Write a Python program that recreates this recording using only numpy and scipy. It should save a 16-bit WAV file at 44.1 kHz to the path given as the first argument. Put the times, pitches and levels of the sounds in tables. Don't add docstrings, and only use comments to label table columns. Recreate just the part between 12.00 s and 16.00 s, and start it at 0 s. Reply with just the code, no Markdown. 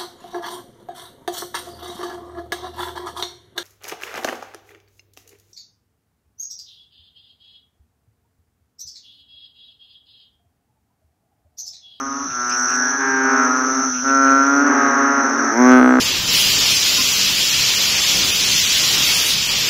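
import sys
import numpy as np
from scipy import signal
from scipy.io import wavfile
from scipy.ndimage import uniform_filter1d

SR = 44100
rng = np.random.default_rng(int(sys.argv[2]) if len(sys.argv) > 2 else 0)


def elevation(decibels):
    levels = np.asarray(decibels, float)
    return 10 ** (levels / 20)


def master(y):
    cut = np.clip(np.atleast_2d(y).T, -1, 1)
    pcm = np.round(cut * 32767)
    wavfile.write(sys.argv[1], SR, pcm.astype(np.int16))


N = 176400
T = np.arange(N) / SR

# start_s, pulses_per_s, effort_db
NEAR_CALL = [
    (3.5, 108, -20),
    (3.55, 114.6, -17),
    (3.6, 124.2, -11),
    (3.66, 126, -9.5),
    (3.72, 127.4, -7.5),
    (3.8, 126.3, -9.5),
    (4, 127.3, -13.5),
]
# centre_hz, width_hz, level_db
NEAR_THROAT_MODES = [(338, 74, 5.5), (667, 435, -1.5), (1271.6, 129, 3.5), (1530, 113, 3.5),
                     (2090, 295, -10), (2420, 260, -20.5)]
# start_s, from_hz, to_hz, sag_s, level_db
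AIR_LEAKS = [
    (3.698, 11500, 6370, 0.16, -54),
    (3.79, 12800, 7560, 0.19, -62.5),
]
# time_s, pulses_per_s
NEIGHBOUR_PITCH = [
    [(0, 135.5), (.15, 138), (.29, 141.5)],
    [(.24, 124), (.4, 123.2), (.6, 121.8), (.8, 124.8), (1, 127.5)],
    [(.66, 139.5), (.8, 138.2), (.93, 137.5), (1.05, 140), (1.2, 143.5), (1.32, 145)],
    [(.97, 135.5), (1.05, 134), (1.2, 132.1), (1.4, 135.8), (1.6, 141.8), (1.73, 139.3)],
    [(1.22, 129.5), (1.3, 128.4), (1.47, 126.7), (1.6, 129.2), (1.82, 134), (1.93, 132.5)],
    [(1.72, 127.3), (1.88, 128), (2, 124.6), (2.2, 123.8), (2.46, 124)],
    [(2.01, 133), (2.1, 136.3), (2.3, 135.4), (2.42, 136.9), (2.6, 141.8), (2.77, 147.5)],
    [(2.2, 128), (2.45, 130.5), (2.6, 130), (2.7, 133), (2.9, 135), (3.12, 138.6)],
    [(2.64, 144.5), (2.8, 140.2), (2.9, 138.4), (3.1, 139.3), (3.25, 138.4)],
    [(2.6, 124), (2.75, 122.3), (2.9, 123), (3.1, 125.6), (3.32, 127.5)],
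    [(3.12, 117.3), (3.52, 117.6)],
    [(3.22, 135), (3.3, 137), (3.4, 141), (3.55, 141.2)],
]
NEIGHBOUR_EFFORT = [
    [-28.5, -27, -29.5],
    [-38.5, -24.5, -22, -22.5, -25],
    [-36, -27, -22.5, -24, -34.5, -36.5],
    [-25, -21, -17.5, -16.5, -27, -33],
    [-28, -22, -19, -19.5, -21.5, -30.5],
    [-26.5, -27, -26, -35, -38],
    [-26.5, -17, -12.5, -14.5, -14, -26],
    [-31, -31, -26, -18.5, -25.5, -24],
    [-25.5, -17.5, -17, -17, -16],
    [-24, -20.5, -20.5, -25.5, -27.5],
    [-30.5, -20.5],
    [-14.5, -23.5, -22, -24],
]
# sac_db, body_db, chest_db, ring_from_hz, ring_to_hz
NEIGHBOUR_VOICES = [(-0.5, -19, -1, 1180, 1190), (-9.5, -19, -4.5, 1360, 1470),
                    (-9, -16.5, -15, 1730, 1400), (-3, -9.5, -20, 1707, 1190), (0, -14.5, -0.5, 1330, 1340),
                    (0.5, -22.5, -7, 1350, 1420), (1, -15, 3, 1375, 1360), (10, -1.5, -1, 1300, 1800),
                    (0, -8.5, 0.5, 1200, 1390), (2.5, -11, -2, 1400, 1860), (4.5, -8.5, -10.5, 1150, 1800),
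                    (1, -13, -1, 1500, 1200)]
# start_s, length_s, from_pulses_per_s, to_pulses_per_s, level_db
FAINT_CALLS = [
    (0, .33, 124, 132, -34),
    (.5, .4, 127, 125.5, -33),
    (1.42, .25, 125, 129, -32),
    (2.85, .5, 127, 137, -29),
    (3.2, .35, 133, 134, -30),
]
# time_s, level_db
CROWD_LEVEL = [(0, -34.5), (.6, -24.5), (1.2, -28.5), (1.8, -24.5), (2.3, -26.5), (3, -29), (3.7, -26.5),
               (3.8, -36.5), (4, -39.5)]
# start_s, length_s, from_hz, to_hz, glide_s, strokes_per_s, level_db
SOLOIST = (.49, .455, 4200, 5800, .025, 84.3, -26)
# start_s, length_s, onset_db, hold_db, octave_db
SINGLE_BUZZES = [
    (1.415, .23, -56, -63, -68),
    (2.205, .42, -55, -62, -63),
]
# time_s, peak_db
WING_FLICKS = [(0.475, -50), (0.496, -34.5), (0.5771, -36), (0.6006, -40), (0.6235, -34), (0.6599, -44.5),
               (0.6994, -36), (0.7368, -45), (0.7552, -37.5), (0.839, -53.5)]
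# start_s, length_s, level_db
SMALL_FROG_CREAKS = [(.29, .06, -49), (0.483, 0.086, -40), (0.674, 0.095, -42), (1.93, 0.077, -41),
                     (2.07, .05, -40), (2.247, 0.065, -41.5)]
# centre_hz, width_hz, level_db
SMALL_FROG_MODES = [(2505, 650, 0.5)]
# start_s, length_s, from_hz, to_hz, level_db
LOW_TONES = [
    (0.247, 0.089, 240, 106, -43),
    (2.814, 0.1, 200, 110, -46),
    (3.78, .1, 65.8, 62, -42),
]
# time_s, level_db
FAR_LEVEL = [(0, -41), (1, -31.5), (1.8, -28), (1.97, -39), (2.3, -31.5), (2.7, -25.5), (3.4, -23),
             (4, -27)]
# frequency_hz, level_db
FAR_SPECTRUM = [(190, -44), (260, -10.5), (330, -8), (900, -12.5), (1350, 0), (1700, -6), (2600, -32)]
# frequency_hz, level_db
AIR_SPECTRUM = [(30, -19), (150, -2), (2500, -5.5), (4500, -9), (7600, -38.5), (10000, -49.5), (15500, -41)]


def evened(x):
    return x / np.sqrt(np.mean(x ** 2) + 1e-20)


def gate(start, length, edge):
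    inside = np.minimum(T - start, start + length - T)
    return np.sin(np.pi / 2 * np.clip(inside / edge, 0, 1)) ** 2


def since(start):
    return np.clip(T - start, 0, 1)


def phase(hz):
    return 2 * np.pi * np.cumsum(hz) / SR


def wander(hz):
    lowpass = signal.butter(2, hz, fs=SR / 32, output="sos")
    coarse = signal.sosfiltfilt(lowpass, rng.standard_normal(N // 32 + 1))
    return evened(np.interp(T, np.arange(len(coarse)) * 32 / SR, coarse))


def resonate(x, hz, width, times=1):
    turn = np.exp(1j * phase(hz * np.ones(N)))
    r = np.exp(-np.pi * width / SR)
    for _ in range(times):
        x = 2 * (turn * signal.lfilter([1 - r], [1, -r], x / turn)).real
    return x


def hiss(points, patchy_db):
    hz = np.fft.rfftfreq(1024, 1 / SR)
    f, db = np.transpose(points)
    a, b, patch = rng.standard_normal((N // 256 + 5, 513, 3)).T
    patch = uniform_filter1d(patch, size=8, axis=0)
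    patch = evened(uniform_filter1d(patch, size=14, axis=1))
    colour = np.interp(np.log(hz + 1), np.log(f + 1), db, right=-90)[:, None]
    spectrum = (a + 1j * b) * elevation(colour + patchy_db * patch)
    return evened(signal.istft(spectrum, nperseg=1024, noverlap=768)[1][:N])


def clicks(turns, sizes):
    at = np.flatnonzero(np.diff(np.floor(turns)) > 0)
    part = (turns[at + 1] % 1) / (turns[at + 1] - turns[at])
    out = np.zeros(N)
    out[at] += part * sizes[at]
    out[at + 1] += (1 - part) * sizes[at]
    return out


def near_frog():
    s, rate, db = np.transpose(NEAR_CALL)
    turns = np.cumsum(np.interp(T, s, rate)) / SR + 0.66
    split = np.clip((T - 3.785) / 0.04, 0, 1)
    strong = clicks(turns / 2 + 0.5, np.ones(N))
    weak = clicks(turns / 2 + split * 0.23 / 2, 1 - split * (1 - 0.45))
    dull = signal.lfilter(*signal.butter(2, 2010, fs=SR), weak)
    pulses = strong + weak + split * (dull - weak)

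    shut = np.clip(1 - (T - s[0]) / 0.22, 0, 1)
    throat = np.zeros(N)
    for k, (hz, width, level_db) in enumerate(NEAR_THROAT_MODES):
        opening_hz = hz * (1 - 0.35 * shut * (k == 2))
        gain = elevation(level_db - 12 * shut * (k == 3))
        throat += (-1) ** k * gain * resonate(pulses, opening_hz, width)
    throat = signal.sosfilt(signal.butter(2, 2800, fs=SR, output="sos"), throat)

    puffs = signal.lfilter([1], [1, -.985], pulses)
    rasp = evened(puffs * hiss([(7500, -19.5), (12000, 3.5), (15500, -16)], patchy_db=0.0))
    empty = np.clip(1 - (T - s[0]) / 0.1, 0, 1)
    sac = np.sqrt(2) * np.cos(4 * np.pi * turns - .2) * elevation(-18 * empty)
    voice = sac + elevation(-6.5 + 2 * split) * evened(throat) + elevation(-46) * rasp
    out = voice * elevation(np.interp(T, s, db)) * gate(s[0], 1, .02)
    return out + air_leaks(puffs)


def air_leaks(puffs):
    out = np.zeros(N)
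    for start, from_hz, to_hz, sag, level_db in AIR_LEAKS:
        hz = to_hz + (from_hz - to_hz) * np.exp(-since(start) / sag)
        out += elevation(level_db) * gate(start, 1, 0.097) * (0.92 + evened(puffs)) * np.sin(phase(hz))
    return out


def call(curve, sac_db, body_db, chest_db, ring_from_hz, ring_to_hz):
    s, rate, db = np.transpose(curve)
    on = slice(max(int(s[0] * SR), 0), int(s[-1] * SR))
    t = T[on]
    coarse_t = t[::64]
    k = np.arange(2, 25)[:, None]
    hz = uniform_filter1d(np.interp(t, s, rate), size=2600, mode="nearest")
    hz = hz * (1 + .0012 * wander(hz=26.2)[on])
    f = k * hz[::64]

    onset_db = 5.5 * np.exp(-(coarse_t - s[0]) / 0.091)
    body = elevation(body_db + onset_db + 1 * (k == 3) + chest_db * ((k == 4) | (k == 5)))
    ring_hz = np.interp(t, s[[0, -1]], [ring_from_hz, ring_to_hz])[::64]
    ring = 1 / (1 + (2 * (f - ring_hz) / 170) ** 2)
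    fall_db = -21 * np.maximum(f - 1662, 0) / 1000
    size = (body + ring) * elevation(fall_db + 1.2 * rng.standard_normal(k.shape))
    size[0] = elevation(sac_db)
    size = size / np.sqrt((size ** 2).sum(0).mean() / 2)
    size = np.repeat(size, 64, axis=1)[:, :len(t)]

    harmonics = size * np.cos(k * phase(hz) + 1.62 * rng.standard_normal(k.shape))
    out = np.zeros(N)
    out[on] = harmonics.sum(0) * elevation(np.interp(t, s, db))
    edge = 0.05
    already_on = s[0] < edge
    return out * gate(s[0] - already_on, s[-1] - s[0] + already_on, edge)


def chorus():
    out = np.zeros(N)
    for pitch, effort, voice in zip(NEIGHBOUR_PITCH, NEIGHBOUR_EFFORT, NEIGHBOUR_VOICES):
        curve = [(*point, db) for point, db in zip(pitch, effort)]
        out += call(curve, *voice)
    for s, length, from_rate, to_rate, db in FAINT_CALLS:
        curve = [(s, from_rate, db), (s + length, to_rate, db)]
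        out += call(curve, sac_db=-2, body_db=-34.5, chest_db=0, ring_from_hz=1338, ring_to_hz=1338)
    return out


def pond(x):
    t = T[:SR // 2]
    taps = rng.standard_normal(SR // 2) * (t > .012)
    low = signal.lfilter(*signal.butter(2, 1800, fs=SR), taps)
    tail = low * elevation(-60 * t / 0.25) + (taps - low) * elevation(-60 * t / 0.15)
    return signal.fftconvolve(x, tail / np.linalg.norm(tail) * 2)[:N]


WING_HZ, WING_OCTAVE_DB = 5930, -37


def wing(hz, per_s, width):
    turns = np.cumsum(per_s * (1 + .01 * wander(hz=3.97))) / SR + rng.random()
    stroke = np.sin(3 * np.pi * turns) ** 2 * (1 - 1.02 * (turns % 1))
    tone = phase(hz * (1 + width / WING_HZ * .2 * wander(hz=299.6)))
    return evened(stroke * (np.sin(tone) + elevation(WING_OCTAVE_DB) * np.sin(2 * tone)))


def katydids():
    crowd = np.zeros(N)
    for a, b in rng.standard_normal((10, 2)):
        crowd += elevation(0.56 * wander(hz=0.93)) * wing(WING_HZ + 180 * a, 76 + 7 * b, width=330)
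    white = rng.standard_normal(N)
    blur = evened(resonate(white, 5950, 880, times=4))
    blur_octave = evened(resonate(white, 11700, 1900, times=4))
    band = evened(evened(crowd) + blur + elevation(WING_OCTAVE_DB) * blur_octave)
    out = band * elevation(np.interp(T, *np.transpose(CROWD_LEVEL)))

    s, length, from_hz, to_hz, glide, per_s, db = SOLOIST
    solo_hz = to_hz + (from_hz - to_hz) * np.exp(-since(s) / glide)
    out = out + elevation(db) * gate(s, length, 0.045) * wing(solo_hz, per_s, width=110)
    notch = signal.butter(4, [7200, 10300], "bandstop", fs=SR, output="sos")
    return signal.sosfilt(notch, out) + buzzes()


def buzzes():
    beat = np.exp(-((T * 105) % 1) / 0.27) * rng.standard_normal(N)
    out = np.zeros(N)
    for s, length, on_db, hold_db, octave_db in SINGLE_BUZZES:
        first = np.exp(-(since(s) / 0.017) ** 2)
        hz = 7300 + (8200 - 7300) * first
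        low = evened(resonate(beat, hz, 500, times=2))
        high = evened(resonate(beat, 2 * hz - 400 * first, 500, times=2))
        level = elevation(hold_db + (on_db - hold_db) * first)
        out += gate(s, length, 0.012) * (level * low + elevation(octave_db) * high)
    return out


def flicks():
    white = rng.standard_normal(N)
    low = evened(resonate(white, 7960, 1100, times=3))
    high = evened(resonate(white, 15100, 1100, times=3))
    shape = np.zeros(N)
    for s, peak_db in WING_FLICKS:
        shape += elevation(peak_db - 5) * gate(s - .003, 1, 0.0048) * np.exp(-since(s) / 0.008)
    return shape * (low + elevation(-14.5) * high)


def small_frog():
    turns = np.cumsum(110 * (1 + 0.53 * wander(hz=39.8))) / SR
    rattle = clicks(turns, 1 + 0.43 * rng.standard_normal(N))
    rattle = rattle + 0.095 * rng.standard_normal(N)
    modes = [elevation(db) * resonate(rattle, hz, width, times=2) for hz, width, db in SMALL_FROG_MODES]
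    creak = evened(sum(modes))
    return creak * sum(elevation(db) * gate(s, length, 0.017) for s, length, db in SMALL_FROG_CREAKS)


def low_tones():
    out = np.zeros(N)
    for s, length, from_hz, to_hz, db in LOW_TONES:
        hz = np.interp(T, [s, s + length], [from_hz, to_hz])
        out += elevation(db) * gate(s, length, 0.0086) * np.sin(phase(hz))
    return out


def night():
    far = hiss(FAR_SPECTRUM, patchy_db=2.5) * elevation(np.interp(T, *np.transpose(FAR_LEVEL)))
    air = elevation(-45 - 7 * np.exp(-T / 0.29)) * hiss(AIR_SPECTRUM, patchy_db=2.5)
    rumble = elevation(-56) * evened(resonate(rng.standard_normal(N), 69, 98, times=2))
    return far + air + rumble


def scene():
    frogs = chorus()
    near = signal.sosfilt(signal.butter(8, 205, "high", fs=SR, output="sos"), near_frog())
    echoes = elevation(-19) * pond(frogs)
    insects = katydids() + flicks()
    return (near + frogs + echoes + insects + small_frog() + low_tones() + night())[None]


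def low_pass(x):
    return signal.sosfilt(signal.butter(12, 15800, fs=SR, output="sos"), x)


def record(dry):
    ceiling = 1.3
    mix = ceiling * np.tanh(dry / ceiling)
    return low_pass(mix)


dry = scene()
out = record(dry)
master(out)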